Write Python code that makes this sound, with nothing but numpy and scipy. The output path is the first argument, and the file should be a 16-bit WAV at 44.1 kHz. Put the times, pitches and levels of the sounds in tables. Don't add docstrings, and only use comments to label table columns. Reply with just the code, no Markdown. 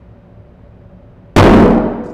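import sys
import numpy as np
from scipy import signal
from scipy.io import wavfile

SR = 44100
rng = np.random.default_rng(int(sys.argv[2]) if len(sys.argv) > 2 else 0)


def store_wav(level_fs):
    pcm = np.round(np.clip(np.atleast_2d(level_fs), -1, 1) * 32767)
    wavfile.write(sys.argv[1], SR, pcm.T.astype(np.int16))


def attenuation_scalar(level_db):
    decades = np.asarray(level_db, float) / 20
    return 10 ** decades


N = 94241


def at_hz(points, hz):
    pitches, values = np.transpose(points)
    return np.interp(np.log(hz), np.log(pitches), values)


def rms_one(x):
    return x / np.sqrt(np.mean(x ** 2) + 1e-20)


def filtered(x, order, cut_hz, kind="low"):
    return signal.sosfilt(signal.butter(order, cut_hz, kind, fs=SR, output="sos"), x)


def ring(x, hz, t60_s):
    decay = attenuation_scalar(-60 / (t60_s * SR))
    turn = 2 * np.pi * hz / SR
    return signal.lfilter([0, np.sin(turn)], [1, -2 * decay * np.cos(turn), decay ** 2], x + 1e-18)


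def noise_bands():
    edges_hz = 20 * 2 ** np.arange(0, 10, 1 / 3)
    white = rng.standard_normal((2, N))
    bands = []
    for k, (low, high) in enumerate(zip(edges_hz, edges_hz[1:])):
        bands.append((np.sqrt(low * high), filtered(white[k % 2], 4, [low, high], "band")))
    return bands


def fans():
    # pitch_hz [Hz], density_db [dB per Hz]
    air_colour = [(25, 4), (160, -6.5), (220, -17), (570, -15), (830, -21.5), (2500, -34.5), (6500, -51),
                  (15000, -65)]
    # pitch_hz [Hz], width_hz [Hz], level_db [dB]
    ducts = [(63, 2.7, -47), (108.5, 15, -45), (132, 8, -84), (180.4, 15, -47.5), (235.4, 16, -54),
             (262.6, 2.1, -55.5), (361.6, 24, -57.5), (573, 33, -53)]
    air = sum(attenuation_scalar(at_hz(air_colour, hz)) * band for hz, band in noise_bands())
    out = attenuation_scalar(-41.5) * rms_one(air)
    for hz, width_hz, level_db in ducts:
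        hum = ring(rng.standard_normal(N + SR), hz, 4.9 / width_hz)
        out += attenuation_scalar(level_db) * rms_one(hum[SR:])
    return out


def tick():
    start_s, level_db = 1.263, -47
    click = attenuation_scalar(level_db) * (np.arange(N) == int(start_s * SR))
    return filtered(click, 2, [4500, 16000], "band")


def glassware():
    # start_s [s], strength_db [dB]
    touches = [
        (2.038, -53.5),
        (2.048, -55),
        (2.059, -56),
        (2.071, -87),
        (2.088, -55),
        (2.104, -62),
        (2.117, -62),
    ]
    # pitch_hz [Hz], level_db [dB], t60_s [s]
    glass_modes = [(4630, -9, .03), (4900, -6, .06), (5507, -4, .05), (5905, -7, .05), (6433, -3, .04),
                   (7133, -7, .25), (7881, -12, .12), (8450, -12, .05), (9598, -15, .06), (10220, -10, .04),
                   (10340, -9, .07), (12030, -18, .08), (13830, -10, .07), (15600, -11, .1)]
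    chatter_count, chatter_s, chatter_db = 6, 0.033, -2.5
    scuff_db, scuff_t60_s = 6, 0.024

    touch_s, touch_db = np.transpose(touches)
    later_s = touch_s[:, None] + chatter_s * rng.random((len(touch_s), chatter_count))
    start_s = np.concatenate([touch_s, later_s.ravel()])
    strength_db = np.concatenate([touch_db, np.repeat(touch_db, chatter_count) + chatter_db])
    at = np.minimum((start_s * SR).astype(int), N - 1)

    luck_db = rng.normal(0, 3.9, (len(start_s), len(glass_modes)))
    clicks, ringing = np.zeros(N), np.zeros(N)
    for k, (hz, level_db, t60_s) in enumerate(glass_modes):
        clicks[at] = attenuation_scalar(strength_db + level_db + luck_db[:, k])
        ringing += ring(clicks, hz, t60_s)

    clicks[at] = attenuation_scalar(strength_db + scuff_db)
    fading = signal.lfilter([1], [1, -attenuation_scalar(-60 / (scuff_t60_s * SR))], clicks)
    scuffs = filtered(fading * rng.standard_normal(N), 2, [4500, 8000], "band")
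    return ringing + scuffs


def pressure_front():
    pulse_s, pulse_db, pulse_cut_hz = 0.0024, 25, 840
    early_db, early_t60_s, early_band_hz = 17.5, 0.26, [110.3, 552]
    t = np.arange(N) / SR
    ramp = np.where(t < pulse_s, 2 * t / pulse_s - 1, 0)
    pulse = attenuation_scalar(pulse_db) * filtered(ramp, 2, pulse_cut_hz)
    echoes = rms_one(filtered(rng.standard_normal(N), 2, early_band_hz, "band"))
    return pulse + echoes * attenuation_scalar(early_db - 60 * t / early_t60_s) * (t > pulse_s)


def fireball():
    rise_s, t60_s, share = 0.0077, 0.28, 0.051
    t = np.arange(N) / SR
    return share * rng.standard_normal(N) * (1 - np.exp(-t / rise_s)) * attenuation_scalar(-60 * t / t60_s)


def room_response():
    # pitch_hz [Hz], density_db [dB per Hz]
    room_colour = [(40, -52), (130, -16), (210, 2), (480, -3.5), (900, -13), (1900, -27.5), (4500, -42.5),
                   (12000, -71)]
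    # pitch_hz [Hz], t60_s [s]
    room_fade = [(40, 1.07), (120, 1.47), (300, 1.175), (700, 1.236), (1600, 1.223), (4000, 0.97),
                 (10000, 1.1)]
    build_cycles = 0.74
    t = np.arange(N) / SR
    tail = np.zeros(N)
    for hz, band in noise_bands():
        fade = attenuation_scalar(at_hz(room_colour, hz) - 60 * t / at_hz(room_fade, hz))
        tail += fade * (1 - np.exp(-t * hz / build_cycles)) * band
    return tail / np.sqrt(np.mean(tail[:SR // 10] ** 2))


def bang():
    # pitch_hz [Hz], level_db [dB], t60_s [s]
    room_hums = [(22.89, 11.5, 0.68), (37.57, 10, 0.9), (94.7, 8, 0.71), (98.98, 5.5, 0.63),
                 (216.46, 8.5, 0.58), (452, -0.5, 0.78)]
    start_s, room_db = 1.3628, 1
    click = (np.arange(N) == 0) * 1.0
    echoing = attenuation_scalar(room_db) * signal.fftconvolve(click + fireball(), room_response())[:N]
    hums = sum(attenuation_scalar(level_db) * ring(click, hz, t60_s) for hz, level_db, t60_s in room_hums)
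    return np.pad(pressure_front() + echoing + hums, (int(start_s * SR), 0))[:N]


def scene():
    return (fans() + tick() + glassware() + bang())[None]


def band_limit(x):
    return signal.sosfilt(signal.butter(12, 16800, fs=SR, output="sos"), x)


def record(dry):
    capsule_top, converter_top, hiss_db = 1.9, 0.7, -84.5
    x = np.clip(dry, -capsule_top, capsule_top)
    x = filtered(x, 1, 3200)
    x = filtered(x, 2, 42, "high")
    x = x + attenuation_scalar(hiss_db) * rng.standard_normal(x.shape)
    x = np.clip(x, -converter_top, converter_top)
    x = signal.sosfilt(signal.cheby2(10, 50, 16500, fs=SR, output="sos"), x)
    return band_limit(x)


dry = scene()
out = record(dry)
store_wav(out)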